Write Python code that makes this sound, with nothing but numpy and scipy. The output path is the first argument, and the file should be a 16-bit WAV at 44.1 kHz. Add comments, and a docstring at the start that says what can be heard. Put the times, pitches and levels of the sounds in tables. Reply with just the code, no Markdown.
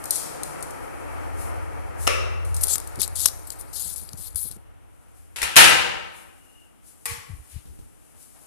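"""Iron gate of a lift hall

Keys jingle while a car passes in the street; an electric lock clacks and the gate's latch rattles and bangs into
clipping. Blows are noise cracks with ringing modes and a tiled hall's tail, and the latch later snaps back.
Fingers rub and tap beside the left microphone port: band-split, flickering noise and short resonant ticks.
The car is noise and wavering low tones; clothes and soles are shaped noise, and buffets of air are slow, uneven cycles.
"""
import sys
import numpy as np
from scipy import signal
from scipy.fft import rfft, irfft, next_fast_len
from scipy.io import wavfile
from scipy.ndimage import uniform_filter1d

SR = 44100
rng = np.random.default_rng(int(sys.argv[2]) if len(sys.argv) > 2 else 0)


def wav_record(signal):
    """Record a signal, one row per channel, as 16-bit PCM in the file named by sys.argv[1]."""
    frames = np.transpose(np.atleast_2d(signal))
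    bounded = np.clip(frames, -1, 1)
    # unit amplitude maps onto the largest positive 16-bit level
    quanta = np.round(bounded * 32767).astype(np.int16)
    wavfile.write(sys.argv[1], SR, quanta)


N = 373086
TIME = np.arange(N) / SR
TOP_HZ = 14600  # nothing sounds above this

# Blows of the gate, the latch springing back, the lock's armature and bolt,
# keys knocking (and two fingertip taps at 2.61 and 2.636 s), soft footfalls:
# [t/s, level/dB, crack decay/s, hall and ringing share/dB]
GATE_BLOWS = [(5.360, -30.5, 0.029, -3.5), (5.384, -33, 0.017, -1), (5.4175, -18.5, 0.0066, -14.5),
              (5.429, -18.5, 0.016, -4), (5.558, -13.5, 0.0084, -7.5), (5.5645, 0.5, 0.021, -1.5),
              (5.585, -12.5, 0.011, -8.5), (5.609, -13, 0.01, -10.5), (5.642, -8.5, 0.0059, -6),
              (5.697, -17, 0.005, -7.5)]
LATCH_BLOWS = [(7.056, -18, 0.0071, -4.5), (7.065, -25, 0.0038, -15)]
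LOCK_BLOWS = [(2.070, -15.5, 0.0057, -19.5), (2.0755, -8, 0.0036, -10)]
KEY_AND_TAP_BLOWS = [(.040, -28.5, 0.0045, -15), (.056, -26.5, 0.003, -10), (.1075, -11, 0.0038, -10.5),
                     (.157, -21.5, 0.011, -6), (.4334, -20, 0.0028, -15), (.6065, -39, 0.0037, -15),
                     (.6255, -28.5, 0.0079, -12), (.707, -35, 0.0044, -15), (2.449, -41, 0.01, -1),
                     (2.544, -28.5, 0.0085, -10.5), (2.5655, -26, 0.0066, -10),
                     (2.61, -27.5, 0.0084, -21.5), (2.636, -11, 0.0043, -16.5)]
FOOTFALLS = [(7.655, -39.5, 0.027, -1), (7.68, -48, .02, 4), (7.79, -36.5, 0.016, -6.5),
             (8.15, -53, 0.021, -5), (8.35, -65, 0.034, -13)]
# Colours of those blows: [f/Hz, level/dB]
GATE_COLOUR = [(25, -29.5), (60, -3.5), (125, -16), (200, -7.5), (270, -17), (330, -6.5), (520, -11),
               (1000, -8), (1700, -2.5), (2700, -1), (4000, -9.5), (6300, -13.5), (10300, -6.5),
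               (14000, -23)]
LATCH_COLOUR = [(150, -12), (350, -18), (480, -15), (700, -16.5), (1100, -4), (1500, -11), (2100, 0),
                (3400, -12.5), (6300, -10.5), (10500, -1), (14000, -13.5)]
LOCK_COLOUR = [(150, -41), (290, -18), (370, -5), (520, 3), (850, -19.5), (1250, -2), (1600, -11.5),
               (2700, -4), (3300, -15), (4600, -21), (5500, -13), (7000, -22.5), (10200, -17.5),
               (14000, -34.5)]
KEY_COLOUR = [(1500, -47), (3200, -19), (4300, -14), (5500, -12), (7000, -8.5), (9500, 1.5), (12000, -6),
              (14000, -14)]
SHOE_COLOUR = [(40, 4), (90, 9), (200, -4), (380, -4), (700, -33), (1500, -28), (5000, -32)]
# Ringing modes of the struck metal: [f/Hz, relative level/dB, t60/s]
GATE_MODES = [(318, -7, 1.0), (784, -4, 1.0), (908, -6, 1.0), (1036, -6, 1.0), (1277, -4, .8),
              (1308, -1, .8), (1388, -2, .85), (1577, -5, .9), (1688, 0, .7), (1833, -2, .7),
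              (1979, 1, .85), (2058, -3, .6), (2234, 0, .7), (2394, -3, .7), (2548, -2, .7), (2659, 0, .6),
              (2990, -1, .8), (3103, -3, .65), (3347, -4, .6), (3822, -9, .5), (4086, -7, .5),
              (8749, -7, .35)]
LATCH_MODES = [(473, 2, 1), (874, 0, .6), (1110, 4, 0.37), (1965, 7, 0.67), (2180, 5, 0.52)]
LOCK_MODES = [(365, -8, 0.48), (505, 3, 0.79), (530, -1, 0.89), (1280, 0.5, 1), (2720, 9, 0.99),
              (2560, -5.5, 0.81), (5800, -17.5, .35), (10300, -6.5, 0.34)]
KEY_MODES = [(4190, -5, 0.31), (5780, -5, 0.068), (8900, 14, 0.11), (10270, -5, .08), (11780, -1, .08)]
# Reverberation of the tiled hall, before each source scales it: [f/Hz, t60/s]
HALL = [(60, 1.3), (260, 1.15), (700, 1.09), (1840, 0.94), (3000, 0.86), (4850, 0.75), (10000, 0.5),
        (14000, 0.5)]
# Whistle of the hinge as the gate swings: [t/s, f/Hz, level/dB]
HINGE = [(6.1, 2915, -100), (6.3, 2890, -65.5), (6.5, 2830, -60), (6.62, 2840, -54.5), (6.7, 2835, -63.5),
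         (6.8, 2830, -100)]

# Strokes of skin over the port: [start t/s, length/s, relative level/dB, swell over the stroke/dB, dullness/dB]
STROKES = [(2.61, 0.031, -28.5, 5, -15), (2.678, 0.065, -22, 5.5, 0), (2.995, 0.047, -21, 3, 5.5),
           (3.152, 0.13, -26.5, 8, 3.5), (3.468, 0.0068, -29.5, -1, -7.5), (3.515, .012, -33, 0, 2),
           (3.585, 0.029, -35, 2, -7), (3.728, 0.058, -30.5, 8.5, 1.5), (3.792, 0.15, -23.5, -7.5, -2),
           (3.957, 0.12, -27, -16.5, -4), (4.171, 0.11, -33, 2, -2.5), (4.355, 0.13, -22.5, -10, -9),
           (4.507, 0.012, -34.5, 0, -2)]
STROKE_ATTACK_S, STROKE_RELEASE_S = 0.0044, 0.012
# Between strokes the finger rests on the case and creeps: (from s, to s), relative level dB
HOLD_S, CREEP_DB = (2.56, 4.57), -46
# The skin catches now and then: catches per s, limit of a surge relative to the slide dB, decay s
CATCHES_PER_S, CATCHING_DB, CATCHING_S = 60, 2.5, 0.0007
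# Colour of skin on the port: [f/Hz, level/dB]
SKIN_COLOUR = [(300, -41.5), (2000, -36.5), (2900, -20), (4200, -7), (5900, -11), (8000, -3.5),
               (10000, 1.5), (12000, -2.5), (14200, -13.5)]
# Fingertips knocking by the port: [t/s, level/dB, tick centre f/Hz, low knock relative level/dB]
TAPS = [(2.632, -11.5, 9800, -37), (2.67, -14.5, 8500, -28), (2.682, -12.5, 5640, -34),
        (2.757, -8, 8800, -18), (2.781, -12, 9150, -20), (2.801, -22, 9530, -30), (2.874, -23, 10300, -30),
        (2.957, -27.5, 9100, -27), (2.99, -28, 4260, -8), (3.0166, -4, 9600, -28), (3.078, -20, 8460, -13),
        (3.2573, 2, 6000, -14), (3.2594, 4, 11300, -24), (3.285, -16, 5000, -15.5),
        (3.504, -17.5, 5240, -22), (4.09, -27, 4320, -25), (4.132, -26, 4200, -17),
        (4.3467, -30.5, 9000, -16), (4.3593, -18, 10100, -23), (4.5132, -22.5, 6900, -20),
        (4.564, -42, 10100, -4)]
TAP_DECAY_S = .0021
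# The fingertip squeaking on the case: [t/s, level/dB, f/Hz, length/s]
SQUEAKS = [(2.708, -19.5, 7900, .012), (2.735, -17, 7660, .014), (3.21, -27, 10000, 0.042),
           (4.378, -28, 10620, .014)]
# The grip shifting on the phone: [t/s, level/dB, f/Hz]
GRIPS = [(2.99, -33, 168), (3.865, -42.5, 110), (3.926, -45.5, 80), (4.03, -46, 130), (4.14, -38.5, 118),
         (4.195, -43, 122), (4.355, -38.5, 68), (4.46, -42, 137), (4.516, -40.5, 109.4),
         (4.569, -47.5, 170)]
GRIP_S = 0.013

# Soles scuffing the tiles: [t/s, level/dB, f/Hz, length/s]
SCUFFS = [(7.56, -54.5, 2430, 0.068), (8.16, -59, 776, 0.026), (8.37, -56, 893, 0.03),
          (8.44, -58, 738, 0.044)]
# Colour of the fabric: [f/Hz, level/dB]
CLOTH_COLOUR = [(1500, -29), (4500, -15), (6000, -12), (8000, -4), (10200, 1.5), (12000, -5), (14200, -14)]
# Swishes of clothes, one for each swing of arm or leg: [t/s, relative level/dB]
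SWISHES = [(1.42, -36.5), (2.04, -32), (5.19, -54), (6.18, -46), (6.885, -46.5), (7.52, -45.5),
           (8.23, -45.5)]
SWISH_RISE_S, SWISH_FALL_S = 0.04, .07
# Steady rustle of the moving body: [t/s, relative level/dB]
RUSTLE = [(0, -45.5), (1.3, -51), (2.4, -57), (4.75, -67.5), (5, -61), (6.55, -56), (6.77, -63.5),
          (7.1, -51), (7.95, -57), (8.46, -49.5)]
# Air buffeting mostly one port: [t/s, peak level/dB, f/Hz, left minus right/dB]
PUFFS = [(5.44, -38.5, 50.05, 16), (7.121, -38, 77.4, -25), (7.189, -42, 93, -4), (7.308, -33, 123, 15),
         (7.339, -35, 78, 22), (7.402, -39, 62, -15), (7.565, -34, 71.4, 23), (7.705, -42.5, 82, 17),
         (7.83, -44.5, 65, 6)]
PUFF_CYCLES = 1  # cycles for the swell to change by a factor e, either side of its peak

# Colours of the tyres and of the car's rumble: [f/Hz, level/dB]
TYRE_COLOUR = [(60, -20.5), (150, -16.5), (230, -19), (300, -15.5), (450, -14), (850, -17), (1500, -19),
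               (2100, -23), (2700, -27), (3600, -42.5), (5500, -41.5), (14000, -54.5)]
RUMBLE_COLOUR = [(22, -21), (45, -2.5), (62, -4.5), (80, -7.5), (120, -11.5), (160, -23), (250, -32.5),
                 (1000, -67)]
# Engine lines: [f/Hz, relative level/dB]
ENGINE_LINES = [(81, 0), (100, -14), (62, -11), (44, -13)]
# Level of the engine's low hum: [t/s, relative level/dB]
HUM_LEVEL = [(0.0, -63), (0.58, -76), (1.35, -46.5), (1.96, -54.5), (2.0, -46), (2.55, -41), (2.8, -59.5),
             (3.13, -50.5), (3.6, -68), (4.49, -58.5), (5.0, -78), (5.2, -65.5)]
HUM_FADE_DB_PER_S = 11  # after the last point of the hum's level
# The exhaust booming as the car pulls by: [t/s, level/dB, f/Hz, length/s]
EXHAUST_BOOMS = [(.12, -58, 114, 0.19), (.4, -50.5, 152, 0.23)]
# The car passes at a steady speed, then the house fronts screen it
CAR_PASSES_S, CAR_SPEED_M_S, CAR_DISTANCE_M = 0.8, 7.27, 10.6
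SCREEN_S, SCREEN_SPREAD_S, SCREEN_DB = 4.08, .42, -16
# The tail pipe points backwards, so the rumble peaks after the tyres and swells from nothing
RUMBLE_LAG_S, RUMBLE_SWELL_S = 1.1, .3
# Resonances of the stone porch: [f/Hz, width/Hz, peak level/dB]
PORCH = [(288, 81, 6.5), (444, 17, 1), (745, 170, 3), (845, 70, 2), (1350, 190, 4)]
# The town at rest: [f/Hz, level/dB]
TOWN_COLOUR = [(22, -16), (50, 0), (85, -7), (150, -13), (300, -16), (900, -25), (1800, -28), (2900, -28),
               (4500, -43.5), (14000, -42.5)]

# Likeness of the left and right ports, from -1 opposed to 0 unrelated: [f/Hz, likeness]
LIKENESS = [(60, -0.97), (130, -0.93), (290, -0.9), (640, -0.5748), (1400, -0.06), (3000, 0)]
# Colour of the right port against the left: [f/Hz, level/dB]
RIGHT_PORT = [(100, -0.12), (400, -4), (750, -0.5), (1300, -5), (2500, -6), (3600, -2), (6000, -1.5),
              (8000, -7), (10500, -15.5), (14000, -11)]


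def gate():
    """Iron gate: latch rattles and bangs excite many long modes and the hall."""
    return strike(GATE_BLOWS, GATE_COLOUR, GATE_MODES, ring_db=-8.5, bright_db=5.5, hall_scale=0.96, build_s=0.0049)


def latch():
    """Latch springing back: two short cracks with a few modes and a slowly building tail."""
    return strike(LATCH_BLOWS, LATCH_COLOUR, LATCH_MODES, ring_db=-16.5, bright_db=2.0, hall_scale=0.76, build_s=0.024)


def lock():
    """Electric lock: armature and bolt clack in quick succession."""
    return strike(LOCK_BLOWS, LOCK_COLOUR, LOCK_MODES, ring_db=-12.5, bright_db=7.0, hall_scale=0.92, build_s=0.0046)


def keys_and_two_taps():
    """Keys knocking, and two fingertip taps in the same voice: bright cracks with short, high modes."""
    return strike(KEY_AND_TAP_BLOWS, KEY_COLOUR, KEY_MODES, ring_db=0.5, bright_db=4.0, hall_scale=1.17, build_s=0.012)


def strike(blows, spectrum, modes, ring_db, bright_db, hall_scale, build_s):
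    """Each blow is a short crack, followed by the object's modes and the swelling hall."""
    out = np.zeros((2, N))
    t = np.arange(2 ** 16) / SR
    tail = hall_tail(spectrum, t, hall_scale) * (1 - np.exp(-t / build_s))
    after = tail + undb(ring_db) * ringing(modes, t)
    for s, db, decay, hall_db in blows:
        crack = colour(field(spectrum, size=8192), [(3000, 0.0034), (9000, bright_db)])
        crack = mottle(crack, spacing_hz=220, patchy_db=3)
        add(out, s, undb(db) * crack * np.exp(-t[:crack.shape[1]] / decay))
        add(out, s, undb(db + hall_db) * after)
    return out


def ringing(modes, t, width_hz=9):
    """Free modes, scattered by the hall so that each wavers on its way to each port."""
    out = np.zeros((2, len(t)))
    coarse = np.arange(0, t[-1] + 1, .5 / width_hz)
    for hz, db, t60 in modes:
        alike = np.clip(across(LIKENESS, hz), -1, 1)
        mid, side = (np.interp(t, coarse, [1, 1j] @ rng.standard_normal((2, len(coarse))))
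                     * np.sqrt(1 + sign * alike) for sign in (1, -1))
        wavering = np.array([mid + side, mid - side])
        out += undb(db) * fade(t, t60) * np.real(wavering * np.exp(2j * np.pi * hz * t))
    return out / np.sqrt(sum(undb(db) ** 2 for _, db, _ in modes) + 1e-12)


def hall_tail(spectrum, t, scale):
    """Dense reflections: each band dies at the hall's own rate, its t60 times scale."""
    noise = rfft(mottle(field(spectrum, size=len(t)), spacing_hz=55, patchy_db=2.6))
    hz = np.fft.rfftfreq(len(t), 1 / SR)
    centres = [row[0] for row in HALL]
    out = 0
    # overlapping bands, each full at its own centre and zero at its neighbours
    for share, (_, t60) in zip(np.eye(len(HALL)), HALL):
        band = irfft(noise * across(list(zip(centres, share)), hz))
        out = out + band * fade(t, t60 * scale)
    return out


def hinge(width_hz):
    """Faint, rough whistle of the dry hinge: a gliding tone with a wandering amplitude and phase."""
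    hz, db = along(HINGE)
    turn = np.exp(2j * np.pi * np.cumsum(hz) / SR)
    return np.array([np.real(drift(N, width_hz) * turn) for _ in range(2)]) * undb(db)


def fingers(right_db, echo_db, right_tap_db):
    """Rubbing, knocks and squeaks beside the left port; a little returns from the porch."""
    out = rubbing(grain_db=1.5, flicker_db=2.5) * undb([[0], [right_db]])
    for s, db, hz, knock_db in TAPS:
        add(out, s, undb(db) * tap(hz, knock_db) * undb([[0], [right_tap_db]]))
    t = np.arange(2 ** 15) / SR
    walls = rng.standard_normal((2, len(t))) * fade(t, 0.54)
    walls = walls / np.linalg.norm(walls[0])
    echo = signal.fftconvolve(out[:1], walls, axes=1)[:, :N]
    squeaks = bumps(SQUEAKS, skirt_db=-38.5) * undb([[0], [right_tap_db]])
    return out + squeaks + undb(echo_db) * echo


def tap(hz, knock_db):
    """Fingertip on the case: a high tick, with its spot's own resonances, over a low knock."""
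    t = np.arange(2048) / SR
    tick = colour(field(SKIN_COLOUR, size=len(t)), [(hz / 2, 0), (hz, 7), (hz * 2, 0)])
    tick = mottle(tick, spacing_hz=450, patchy_db=5)
    knock = field([(100, -1.5), (400, -1.5), (1300, -0.5), (3000, -10), (8000, -29)], size=len(t))
    return tick / tick.std() * np.exp(-t / TAP_DECAY_S) + undb(knock_db) * knock * np.exp(-t / 0.0024)


def rubbing(grain_db, flicker_db):
    """Skin slips in fine grains; the gap under the finger keeps changing, so each band flickers alone."""
    slip_db, dull_db = pressure()
    n = 2 * next_fast_len(N // 2 + 1, real=True)
    skin = rfft(field(SKIN_COLOUR, size=n)[0])
    hz = np.fft.rfftfreq(n, 1 / SR)
    out, step_hz = 0, 1150
    for centre in np.arange(0, TOP_HZ, step_hz):
        band = irfft(skin * np.maximum(1 - np.abs(hz - centre) / step_hz, 0))[:N]
        # firmer pressure favours the lower resonances of the port
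        tilt_db = -dull_db / 2 * np.tanh((centre - 8500) / 1200)
        out = out + band * undb(flicker_db * walk(70) + tilt_db)
    return out * catching() * undb(slip_db - 3 + grain_db * walk(600))


def pressure():
    """Level and dullness of the rubbing: each stroke bites, swells or eases, and lets go."""
    power = undb(2 * CREEP_DB) * ((TIME > HOLD_S[0]) & (TIME < HOLD_S[1])) + 1e-12
    dull = np.zeros(N)
    for s, length, db, swell_db, dull_db in STROKES:
        t = TIME - s
        grip = np.clip(t / STROKE_ATTACK_S, 0, 1) * np.exp(-np.maximum(t - length, 0) / STROKE_RELEASE_S)
        stroke = (grip * undb(db + swell_db * np.clip(t / length, 0, 1))) ** 2
        power = power + stroke
        dull = dull + dull_db * stroke
    return 10 * np.log10(power), dull / power


def catching():
    """Brief random surges of the rubbing where the skin sticks and lets go."""
    when, size = rng.random(N), rng.exponential(size=N)
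    impulses = size * (when < CATCHES_PER_S / SR)
    surges = signal.lfilter([1], [1, -np.exp(-1 / (CATCHING_S * SR))], impulses)
    return 1 + undb(CATCHING_DB) * np.tanh(surges)


def grip_shifts():
    """The hand shifting on the phone: soft, low thuds of noise."""
    return bumps([(*grip, GRIP_S) for grip in GRIPS], skirt_db=-8.5)


def feet():
    """Soft footfalls without ringing modes, and soles scuffing the tiles."""
    steps = strike(FOOTFALLS, SHOE_COLOUR, [], ring_db=0, bright_db=0, hall_scale=0.57, build_s=0.013)
    return steps + bumps(SCUFFS, skirt_db=-7.5)


def bumps(table, skirt_db):
    """Soft contacts or booms: each a brief swell of noise round its own pitch."""
    out = np.zeros((2, N))
    for s, db, hz, length in table:
        t = TIME[np.abs(TIME - s) < 3 * length + .1] - s
        spectrum = [(hz / 8, 3 * skirt_db), (hz / 2, skirt_db), (hz, 0), (hz * 2, skirt_db), (hz * 32, 6 * skirt_db)]
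        body = colour(rng.standard_normal((2, len(t))), spectrum)
        add(out, s + t[0], undb(db) * body / body.std() * np.exp(-(t / length) ** 2))
    return out


def clothes(gain_db):
    """Fabric rustles as the body moves and swishes at each swing."""
    power = undb(along(RUSTLE)[0]) ** 2
    for s, db in SWISHES:
        t = TIME - s
        swing = np.exp(-np.where(t < 0, (t / SWISH_RISE_S) ** 2, t / SWISH_FALL_S))
        power = power + (undb(db) * swing) ** 2
    return field(CLOTH_COLOUR, size=N) * np.sqrt(power) * undb(gain_db + .7 * walk(53))


def buffets():
    """Eddies press mostly on one port at a time, a few slow, uneven cycles each."""
    out, wobble = np.zeros((2, N)), 1.36 * walk(90)
    for s, db, hz, pan_db in PUFFS:
        t = TIME - s
        eddy = np.exp(-np.abs(t) * hz / PUFF_CYCLES) * np.cos(2 * np.pi * hz * t + wobble)
        out += eddy * undb(db + np.array([[pan_db], [-pan_db]]) / 2)
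    return out


def car(road_db, engine_db, rumble_db):
    """Tyres roar and fade down the street; the engine's low lines waver in pitch and level."""
    road = mottle(porch(field(TYRE_COLOUR, size=N)), spacing_hz=90.3, patchy_db=1.5)
    road = road * passing(TIME) * undb(road_db + 0.89 * walk(11))
    swell = 1 - np.exp(-TIME / RUMBLE_SWELL_S)
    rumble = field(RUMBLE_COLOUR, size=N) * passing(TIME - RUMBLE_LAG_S) * swell * undb(rumble_db)
    hum_db = along(HUM_LEVEL)[0] - HUM_FADE_DB_PER_S * np.maximum(TIME - HUM_LEVEL[-1][0], 0)
    hum = 0
    for hz, db in ENGINE_LINES:
        level = undb(db + 1.5 * walk(6))
        phase = 2 * np.pi * np.cumsum(hz * (1 + 0.0099 * walk(2.1))) / SR
        hum = hum + level * np.sin(phase)
    engine = hum * undb(hum_db + engine_db) * np.array([[1], [-.8]])  # the ports hear it opposed
    return road + rumble + bumps(EXHAUST_BOOMS, skirt_db=-53) + engine


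def passing(t):
    """Gain of the car: one over its distance, less again once the house fronts screen it."""
    near = CAR_DISTANCE_M / np.hypot(CAR_DISTANCE_M, CAR_SPEED_M_S * (t - CAR_PASSES_S))
    return near * undb(SCREEN_DB / (1 + np.exp((SCREEN_S - t) / SCREEN_SPREAD_S)))


def town():
    """The town at rest: diffuse, mostly low noise with a slowly wandering level."""
    return porch(field(TOWN_COLOUR, size=N)) * undb(-55 + 0.66 * walk(5.2))


def porch(x):
    """The stone recess of the doorway lifts a few narrow bands."""
    out = x
    for hz, width, db in PORCH:
        band = signal.lfilter(*signal.iirpeak(hz, hz / width, fs=SR), x)
        out = out + (undb(db) - 1) * band
    return out


def field(spectrum, size):
    """Diffuse noise at the two ports, rms 1: opposed in the bass, unrelated in the treble."""
    n = next_fast_len(size, real=True)
    hz = np.fft.rfftfreq(n, 1 / SR)
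    alike = np.clip(across(LIKENESS, hz), -1, 1)
    gain = undb(across(spectrum, hz)) * (hz < TOP_HZ)
    mid, side = rfft(rng.standard_normal((2, n))) * np.sqrt([1 + alike, 1 - alike]) * gain
    x = irfft([mid + side, mid - side], n)[:, :size]
    return x / x.std()


def mottle(x, spacing_hz, patchy_db):
    """Many weak resonances: a bumpy response, the same at both ports."""
    hz = np.fft.rfftfreq(x.shape[-1], 1 / SR)
    bumps_db = patchy_db * np.clip(rng.standard_normal(1024), -2, 2)
    gain = undb(np.interp(hz / spacing_hz, np.arange(len(bumps_db)), bumps_db))
    return irfft(rfft(x) * gain / np.sqrt(np.mean(gain ** 2)), x.shape[-1])


def colour(x, spectrum):
    """Filter by (f/Hz, level/dB) points."""
    n = next_fast_len(x.shape[-1], real=True)
    gain = undb(across(spectrum, np.fft.rfftfreq(n, 1 / SR)))
    return irfft(rfft(x, n) * gain, n)[..., :x.shape[-1]]


def drift(size, hz):
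    """A complex amplitude that wanders at about hz; power 1."""
    poles = np.poly([np.exp(-2 * np.pi * abs(hz) / SR)] * 2)
    noise = [1, 1j] @ rng.standard_normal((2, size + 4096))
    z = signal.lfilter([1], poles, noise)[4096:]  # drop the filter's start-up
    return z / np.sqrt(np.mean(np.abs(z) ** 2))


def walk(rate):
    """Slow, smooth chance, about rate new values a second, with a spread near 1."""
    k = max(int(SR / rate), 2)
    held = np.repeat(rng.standard_normal(N // k + 1), k)
    return 1.3 * uniform_filter1d(uniform_filter1d(held, k), k)[:N]


def fade(t, t60):
    """Free decay by 60 dB in t60 seconds."""
    return np.exp(-np.log(1000) * t / t60)


def undb(db):
    """Decibels to gain."""
    return 10 ** (np.asarray(db) / 20)


def across(table, hz):
    """Read (f/Hz, value) points on a log-frequency axis."""
    points, values = np.transpose(table)
    return np.interp(np.log(hz + 1), np.log(points), values)


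def along(table):
    """Read every column of a time curve at each sample."""
    s, *columns = np.transpose(table)
    return [np.interp(TIME, s, c) for c in columns]


def add(out, s, x):
    """Mix x into out from time s."""
    i = int(s * SR)
    out[:, i:i + x.shape[-1]] += x[..., :N - i]


def scene():
    """Gate, lock, keys, hands, body and street summed."""
    blows = gate() + latch() + hinge(width_hz=80) + lock() + keys_and_two_taps()
    hands = fingers(right_db=-24.0, echo_db=-22.5, right_tap_db=-13.5) + grip_shifts()
    body = feet() + clothes(gain_db=0.0) + buffets()
    street = car(road_db=-37, engine_db=20.5, rumble_db=-38.5) + town()
    return blows + hands + body + street


def record(dry):
    """The right port is duller; peaks are clipped just below full scale; then the top is cut."""
    ports = np.array([dry[0], colour(dry[1], RIGHT_PORT)])
    clipped = np.clip(ports, -.95, .95)
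    return signal.sosfilt(signal.ellip(8, .2, 50, TOP_HZ, fs=SR, output="sos"), clipped)


dry = scene()
out = record(dry)
wav_record(out)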